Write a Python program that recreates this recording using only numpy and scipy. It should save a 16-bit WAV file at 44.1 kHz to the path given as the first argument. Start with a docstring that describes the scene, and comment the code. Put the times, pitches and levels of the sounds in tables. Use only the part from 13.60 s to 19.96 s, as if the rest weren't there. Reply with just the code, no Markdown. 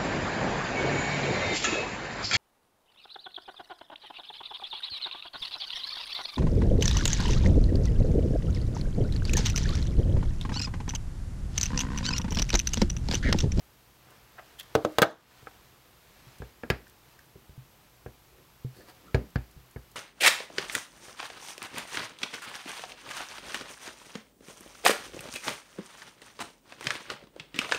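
"""Stamping at a craft desk

Up close, an acrylic stamp block is set down and clatters, then is tapped on a plastic ink-pad case.
Every blow rings the piece and thuds the desk; hands, sleeve and paper rustle. A small room answers,
and the recorder's limiter ducks the hiss after the hardest clack."""
import sys
import numpy as np
from scipy import signal
from scipy.fft import rfft, irfft, next_fast_len
from scipy.io import wavfile
from scipy.ndimage import uniform_filter1d, minimum_filter1d

SR = 44100
rng = np.random.default_rng(int(sys.argv[2]) if len(sys.argv) > 2 else 0)


def materialize(psi):
    """Save the field psi as 16-bit PCM at rate SR to the path in sys.argv[1].

    A 1-D psi becomes a single channel; in a 2-D psi each row is a channel.
    """
    bounded = np.clip(np.atleast_2d(psi).T, -1, 1)
    quanta = np.round(bounded * 32767).astype(np.int16)
    wavfile.write(sys.argv[1], SR, quanta)


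N = 280364
RING_SAMPLES = 16384
TIME, AGE = np.arange(N) / SR, np.arange(RING_SAMPLES) / SR  # seconds into the scene, into one ring

# The block lands and clatters: start_s, thud_db, body_db, clack_db, softness_db_per_octave
BLOCK_LANDINGS = [(1.1523, -32, -19.5, -27.5, 6.5), (1.2492, -42.5, -24, -33, 7.5),
                  (1.385, -38, -23.5, -23, 5.8), (1.4193, -33.5, -11.5, -14.5, 3.2),
                  (1.4258, -27.5, -14.5, -10.5, 9), (1.4312, -30, -22, -15.5, 9.5),
                  (1.871, -69, -49, -44.5, 17)]
# The acrylic's ringing tones: pitch_hz, level_db, t60_s
BLOCK_MODES = [(226, -6, 0.034), (314.4, -6.5, 0.16), (443.5, -5, 0.12), (481, 4.5, 0.05), (573, 2, 0.053),
               (604, -8, 0.2), (671, -8, 0.17), (776, -6, 0.12), (846, -21.5, 0.029), (1083, -4.5, 0.076),
               (1270, 5.5, 0.04), (1295, 6, 0.02), (1370, -4.5, 0.05), (1548, 5.5, 0.035),
               (1980, -23, .025), (2200, 5.5, .025), (3380, 19, 0.017), (3680, 3.5, .025), (6250, 5, .02)]
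# Its crack, the crowd of damped modes between and above them: centre_hz, level_db, t60_s
BLOCK_CRACK_BANDS = [(201, -6, 0.043), (500, -2, 0.059), (1400, -1.5, 0.0071), (2640, -7.5, 0.064),
                     (3620, 8, 0.017), (4980, 3, 0.055), (6030, 8.5, 0.017), (9000, -1.5, 0.048),
                     (16000, 5.5, 0.011)]
def stamp_block():
    """The acrylic block lands on the desk with a bright, cracking clatter."""
    return knocks(BLOCK_LANDINGS, BLOCK_MODES, BLOCK_CRACK_BANDS, crack_db=7.5, tick_db=3.5,
                  scatter_db=-13, sway_db=-11.5, lead_s=0.0026, graze_db=-31)


# Taps on the case: start_s, thud_db, body_db, clack_db, softness_db_per_octave
CASE_TAPS = [(2.8205, -43, -44, -49.5, 14), (3.035, -49, -39.5, -44, 13), (3.1022, -27.5, -28, -27.5, 6),
             (3.755, -51.5, -53.5, -72, 10), (4.462, -42, -43.5, -53, 16), (5.546, -19.5, -26, -33.5, 7),
             (5.7585, -24.5, -37.5, -37.5, 10), (6.1615, -38, -45.5, -52, 18)]
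# The plastic's ringing tones: pitch_hz, level_db, t60_s
CASE_MODES = [(235, -2.5, 0.058), (303, -6, 0.061), (407, -0.5, 0.053), (475, 4, 0.042), (500, -22, 0.016),
              (672, -7, 0.041), (778, -13, 0.071), (1186, -24, 0.14), (1646, 6, 0.027), (1690, 1, 0.061),
              (1870, -7, 0.043), (2080, -5.5, 0.039), (3020, -4.5, 0.027)]
# Its duller crack: centre_hz, level_db, t60_s
CASE_CRACK_BANDS = [(191, 7, 0.072), (500, 1.5, 0.05), (650, -3.5, 0.097), (1100, -6, 0.062),
                    (1700, 0.5, 0.086), (2400, 3.5, 0.02), (3420, -5, 0.049), (4100, -4.5, 0.053),
                    (4820, 0.5, 0.035), (7840, -26, 0.049), (16100, -36, 0.03)]
def ink_pad_case():
    """The block taps the plastic case, ringing it and rocking the desk below."""
    return knocks(CASE_TAPS, CASE_MODES, CASE_CRACK_BANDS, crack_db=-1, tick_db=-5.5,
                  scatter_db=-12, sway_db=0.5, lead_s=0.00221, graze_db=-20.5)


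def knocks(hits, modes, crack, crack_db, tick_db, scatter_db, sway_db, lead_s, graze_db):
    """Each blow rings the piece and shakes the desk; one edge grazes just before the face lands."""
    out = np.zeros(N)
    for start_s, thud_db, body_db, clack_db, softness in hits:
        strike = blow(modes, crack, crack_db, tick_db, scatter_db)
        add(out, start_s, contact_tone(strike, body_db, clack_db, softness))
        graze = band(dense_ring(crack), 210, 2500, order=2)
        add(out, start_s - lead_s, at_onset_level(graze, body_db + graze_db))
        add(out, start_s - lead_s / 2, at_onset_level(desk_thud(sway_db), thud_db))
    return out


def blow(modes, crack, crack_db, tick_db, scatter_db):
    """A struck piece rings; its crack, contact tick and scatter are balanced against that ring."""
    ring, dense = modal_ring(modes), dense_ring(crack)
    tick = colour(1. * (AGE == 0), crack)
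    scatter = colour(room_tail(), crack)  # the crack flies off and comes back as a smooth wash
    layers = [(ring, 0), (dense, crack_db), (tick, tick_db), (scatter, scatter_db)]
    return band(sum(at_onset_level(layer, db) for layer, db in layers), 140, SR / 2, order=2)


# A blow's body, clack and two treble bands: low_hz, high_hz
TONE_BANDS = [(200, 900), (900, 3000), (3000, 7000), (7000, 16000)]
def contact_tone(x, body_db, clack_db, softness):
    """The softer the contact, the faster the treble falls away above the clack."""
    centres_hz = np.sqrt(np.prod(TONE_BANDS, axis=1))
    octaves_up = np.log2(centres_hz[1:] / centres_hz[1])
    target_db = np.array([body_db, *(clack_db - softness * octaves_up)])
    for _ in range(2):  # neighbouring bands overlap, so shape twice
        band_db = 20 * np.log10([onset_rms(band(x, *edges)) for edges in TONE_BANDS])
        x = colour(x, list(zip(centres_hz, target_db - band_db)))
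    return x


def modal_ring(modes, detune=0.013, in_step_hz=900):
    """Damped modes; the low ones start in step, higher ones take their sign from the point of contact."""
    out = np.zeros(RING_SAMPLES)
    for pitch_hz, level_db, t60_s in modes:
        strength, mistuning, side = rng.standard_normal(3)
        polarity = -1 if pitch_hz < in_step_hz else np.sign(side)
        tone = np.sin(2 * np.pi * pitch_hz * (1 + detune * mistuning) * AGE)
        out += polarity * undb(level_db + 2 * strength) * fade(t60_s) * tone
    return out


def dense_ring(table, band_count=14):
    """Countless overlapping modes: noise that dies at its own pace in each band."""
    edges_hz = np.geomspace(150, SR / 2, band_count + 1)
    hz = np.fft.rfftfreq(RING_SAMPLES, 1 / SR)
    white = rfft(rng.standard_normal(RING_SAMPLES))
    out = np.zeros(RING_SAMPLES)
    for low_hz, high_hz in zip(edges_hz, edges_hz[1:]):
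        centre_hz = np.sqrt(low_hz * high_hz)
        wash = irfft(white * ((hz >= low_hz) & (hz < high_hz)))
        out += wash * undb(across(centre_hz, table)) * fade(across(centre_hz, table, column=2))
    return out


# The desk's low weight: pitch_hz, level_db, t60_s
DESK_MODES = [(59.4, 3, 0.2), (89, 3, 0.084), (123.2, 2, 0.14), (152.7, -10, 0.08)]
def desk_thud(sway_db=0, push_s=0.0016):
    """The desk top dips under a short push and swings back; sway_db weights its lowest mode."""
    swing = sum(undb(level_db + sway_db * (k == 0)) * fade(t60_s) * np.cos(2 * np.pi * pitch_hz * AGE)
                for k, (pitch_hz, level_db, t60_s) in enumerate(DESK_MODES))
    push = AGE / push_s * np.exp(-2 * AGE / push_s)
    return -band(signal.fftconvolve(swing, push)[:RING_SAMPLES], 71, 390, order=2)


# Soft bumps of hand and block: start_s, thud_db, boom_db, case_body_db
SOFT_BUMPS = [(1.826, -56, -76, -61), (2.669, -67, -51.5, -82), (2.8, -37.5, -44.5, -53),
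              (3.891, -45.5, -49.5, -61), (3.978, -55.5, -42, -71), (5.047, -51, -31.5, -48),
              (5.962, -44, -44.5, -67)]
def bumps(boom_hz=128, boom_t60_s=0.17, press_s=0.00086):
    """Cushioned contacts wake only the desk, its hollow middle and the lowest modes of the case."""
    out = np.zeros(N)
    boom = np.sin(2 * np.pi * boom_hz * AGE) * fade(boom_t60_s) * (1 - np.exp(-AGE / press_s))
    for start_s, thud_db, boom_db, case_body_db in SOFT_BUMPS:
        body = band(modal_ring(CASE_MODES), 200, 515, order=2)
        desk = at_onset_level(desk_thud(), thud_db) + at_onset_level(boom, boom_db)
        add(out, start_s, desk + at_onset_level(body, case_body_db))
    return out


# Card and block scraping: peak_s, half_length_s, level_db, lower_hz, upper_hz, lower_db, fizz_db
EDGE_SCRAPES = [(0.9976, 0.0048, -39, 1860, 3300, -9.5, -2), (1.009, 0.0032, -40.5, 1900, 3250, -5, -14),
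                (3.269, 0.0029, -53, 1760, 5200, 15, -14), (3.593, 0.0017, -43, 1700, 4870, 14, -31),
                (5.18, 0.029, -60.5, 1700, 4430, -1, 1), (5.212, 0.014, -58.5, 1700, 4470, 10, -6),
                (5.296, 0.018, -58.5, 1700, 4630, -13, -2)]
def scrapes(relative_width=0.1):
    """An edge dragged over the paper: dense slips ring two resonances of the piece."""
    out = np.zeros(N)
    for peak_s, half_length_s, level_db, lower_hz, upper_hz, lower_db, fizz_db in EDGE_SCRAPES:
        slips = friction(grain_db=3.5)
        lower, upper = (band(slips, hz * (1 - relative_width / 2), hz * (1 + relative_width / 2), order=1)
                        for hz in (lower_hz, upper_hz))
        fizz = band(slips, 2500, 15400, order=2)
        scrape = at_level(lower, lower_db) + at_level(upper, 0) + at_level(fizz, fizz_db)
        out += at_level(scrape, level_db) * stroke(peak_s, half_length_s)
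    return out


# Brief brushes on paper: peak_s, half_length_s, level_db, low_hz, high_hz
FINGER_RUBS = [(0.5, 0.046, -60, 50, 1570), (0.792, 0.0072, -42, 493, 2000),
               (4.767, 0.047, -62.5, 300, 500), (4.855, 0.076, -66.5, 90, 170), (5.2, 0.028, -53, 60, 517),
               (5.292, 0.014, -52, 120, 1870), (5.456, 0.039, -58.5, 90, 483),
               (5.485, 0.013, -57, 1170, 1400)]
def paper_rubs(min_width_hz=100):
    """Fingers slide over the paper, each rub a swell of grainy noise."""
    out = np.zeros(N)
    for peak_s, half_length_s, level_db, low_hz, high_hz in FINGER_RUBS:
        rub = band(friction(grain_db=2.5), low_hz, max(high_hz, low_hz + min_width_hz))
        out += at_level(rub, level_db) * stroke(peak_s, half_length_s)
    return out


# Pinpoint handling detail: start_s, level_db
NAIL_AND_INK_TICKS = [(.505, -65), (1.03, -62), (1.322, -68), (1.509, -62), (2.785, -63.5), (3.279, -66),
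                      (3.297, -64), (3.657, -72), (5.704, -68), (5.911, -67), (6.111, -66), (6.315, -63.5)]
def ticks(t60_s=0.03):
    """Fingernails and tacky ink make tiny bright snaps."""
    out = np.zeros(N)
    for start_s, level_db in NAIL_AND_INK_TICKS:
        snap = band(rng.standard_normal(RING_SAMPLES) * fade(t60_s), 4050, 14700, order=1)
        add(out, start_s, at_onset_level(snap, level_db))
    return out


# The cloth's soft tone: frequency_hz, gain_db
SLEEVE_EQ = [(100, -4), (400, -3), (1200, -1.5), (2500, -4), (5000, -9), (12000, -20.5)]
# The arm reaches or draws back: peak_s, half_length_s, level_db
SLEEVE_SWISHES = [(0.553, 0.088, -64), (.89, 0.23, -62), (1.3, 0.27, -58), (1.81, 0.29, -61),
                  (2.693, 0.22, -59.5), (3.51, 0.074, -64), (5.35, 0.28, -65)]
def sleeve(rest_db=-65.5):
    """Each arm movement swishes the cloth, which stirs faintly even at rest."""
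    cloth = colour(friction(grain_db=1.5), SLEEVE_EQ)
    swish_power = sum((undb(level_db) * stroke(peak_s, half_length_s)) ** 2
                      for peak_s, half_length_s, level_db in SLEEVE_SWISHES)
    return cloth / rms(cloth) * np.sqrt(undb(rest_db) ** 2 + swish_power)


def friction(grain_db, grain_samples=40):
    """Fibres catching and letting go: noise whose strength jumps about every millisecond."""
    white = rng.standard_normal(N)
    grip = np.repeat(rng.standard_normal(N // grain_samples + 1), grain_samples)[:N]
    return white * undb(grain_db * grip)


def stroke(peak_s, half_length_s):
    """Speed of a short slide, swelling to its peak and easing off."""
    return 1 / np.cosh(np.clip((TIME - peak_s) / half_length_s, -20, 20)) ** 1.37


# The small room's short tail: centre_hz, level_db, t60_s
ROOM_DECAY = [(98, -8.5, 0.39), (300, 2.5, 0.27), (700, 3.5, 0.25), (2000, -4, 0.26), (4420, -7, 0.28),
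              (8970, -13, 0.29), (15570, -7, .1)]
def room_tail(build_s=0.0055):
    """Nearby walls: their answer builds up just after the direct sound."""
    return dense_ring(ROOM_DECAY) * (1 - np.exp(-(AGE / build_s) ** 2))


def room(x, wet_db):
    """The direct sound plus its ring in the room, with wet_db set in the midrange."""
    tail = room_tail()
    midrange_gain = np.abs(rfft(tail))[100:1000].mean()  # about 270-2700 Hz
    return x + undb(wet_db) * signal.fftconvolve(x, tail / midrange_gain)[:N]


# Bass-heavy hiss: frequency_hz, gain_db
HISS_EQ = [(15, -40), (25, -14), (59, 3.5), (82, -3.5), (130, -2), (255, -11), (361, -8.5), (500, -12.5),
           (557, -14), (1010, -12.5), (1730, -20), (2890, -19), (9460, -24.5), (12400, -21.5), (15800, -22)]
# Low hum: pitch_hz, level_db
HUM_TONES = [(59.5, -79), (123.8, -72.5)]
# High whine: centre_hz, width_hz, level_db
WHINE_BANDS = [(11890, 350, -78.5), (12860, 300, -78)]
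def background(hiss_db=-60.5):
    """Steady hiss with a faint hum and two thin bands of electronic whine."""
    out = at_level(colour(rng.standard_normal(N), HISS_EQ), hiss_db)
    for pitch_hz, level_db in HUM_TONES:
        out += undb(level_db) * np.sqrt(2) * np.sin(2 * np.pi * (pitch_hz * TIME + rng.random()))
    for centre_hz, width_hz, level_db in WHINE_BANDS:
        whine = band(rng.standard_normal(N), centre_hz - width_hz / 2, centre_hz + width_hz / 2, order=2)
        out += at_level(whine, level_db)
    return out


def limiter(x, ceiling_db=-10, hold_s=0.13, release_db_per_s=45):
    """The gain drops at once on a peak, holds, then creeps back."""
    level_db = 10 * np.log10(np.maximum(uniform_filter1d(x ** 2, size=88), 1e-12))
    hold_samples = 2 * int(hold_s * SR / 2) + 1
    held_db = minimum_filter1d(np.minimum(ceiling_db - level_db, 0), hold_samples, origin=hold_samples // 2)
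    climb_db = release_db_per_s * TIME
    gain_db = np.minimum.accumulate(held_db - climb_db) + climb_db
    return x * undb(uniform_filter1d(gain_db, size=22))


def undb(db):
    """Decibels to gain."""
    return 10 ** (np.asarray(db) / 20)


def rms(x):
    """Root mean square."""
    return np.sqrt(np.mean(x ** 2)) + 1e-12


def onset_rms(x):
    """Strength of a blow over its first 25 ms."""
    return rms(x[:1102])


def at_level(x, db):
    """Set a sustained sound's rms level."""
    return undb(db) * x / rms(x)


def at_onset_level(x, db):
    """Set a blow's level by its attack."""
    return undb(db) * x / onset_rms(x)


def fade(t60_s):
    """Exponential decay, 60 dB down after t60_s."""
    return np.exp(-np.log(1000) * AGE / t60_s)


def add(out, start_s, x):
    """Mix x into out from start_s."""
    i = int(start_s * SR)
    out[i:i + len(x)] += x[:len(out) - i]


def band(x, low_hz, high_hz, order=3):
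    """Causal band-pass."""
    edges_hz = [low_hz, min(high_hz, SR / 2 - 1)]
    return signal.sosfilt(signal.butter(order, edges_hz, "band", fs=SR, output="sos"), x)


def across(hz, points, column=1):
    """Read a column of a table on a log-frequency axis."""
    table = np.array(points)
    return np.interp(np.log(hz + 1), np.log(table[:, 0]), table[:, column])


def colour(x, points):
    """Minimum-phase EQ through (frequency_hz, gain_db) points: attacks stay sharp."""
    size = 2 * next_fast_len(len(x))
    gain = undb(across(np.fft.rfftfreq(size, 1 / SR), points))
    cepstrum = irfft(np.log(gain))
    cepstrum[1:size // 2] *= 2
    cepstrum[size // 2 + 1:] = 0
    return irfft(rfft(x, size) * np.exp(rfft(cepstrum)))[:len(x)]


def scene():
    """Nearly dry blows up front, roomier handling behind them, hiss underneath."""
    clacks = stamp_block() + ink_pad_case()
    handling = ticks() + sleeve() + paper_rubs() + scrapes()
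    blows = room(clacks + bumps(), wet_db=-21)
    return (blows + room(handling, wet_db=-9.5) + background())[None]


def record(dry, full_scale=0.58, top_hz=15800):
    """The recorder limits, rounds what still overshoots and cuts the top."""
    limited = limiter(dry[0])
    rounded = limited / (1 + (limited / full_scale) ** 6) ** (1 / 6)
    return signal.sosfilt(signal.ellip(10, .2, 70, top_hz, fs=SR, output="sos"), rounded)[None]


dry = scene()
out = record(dry)
materialize(out)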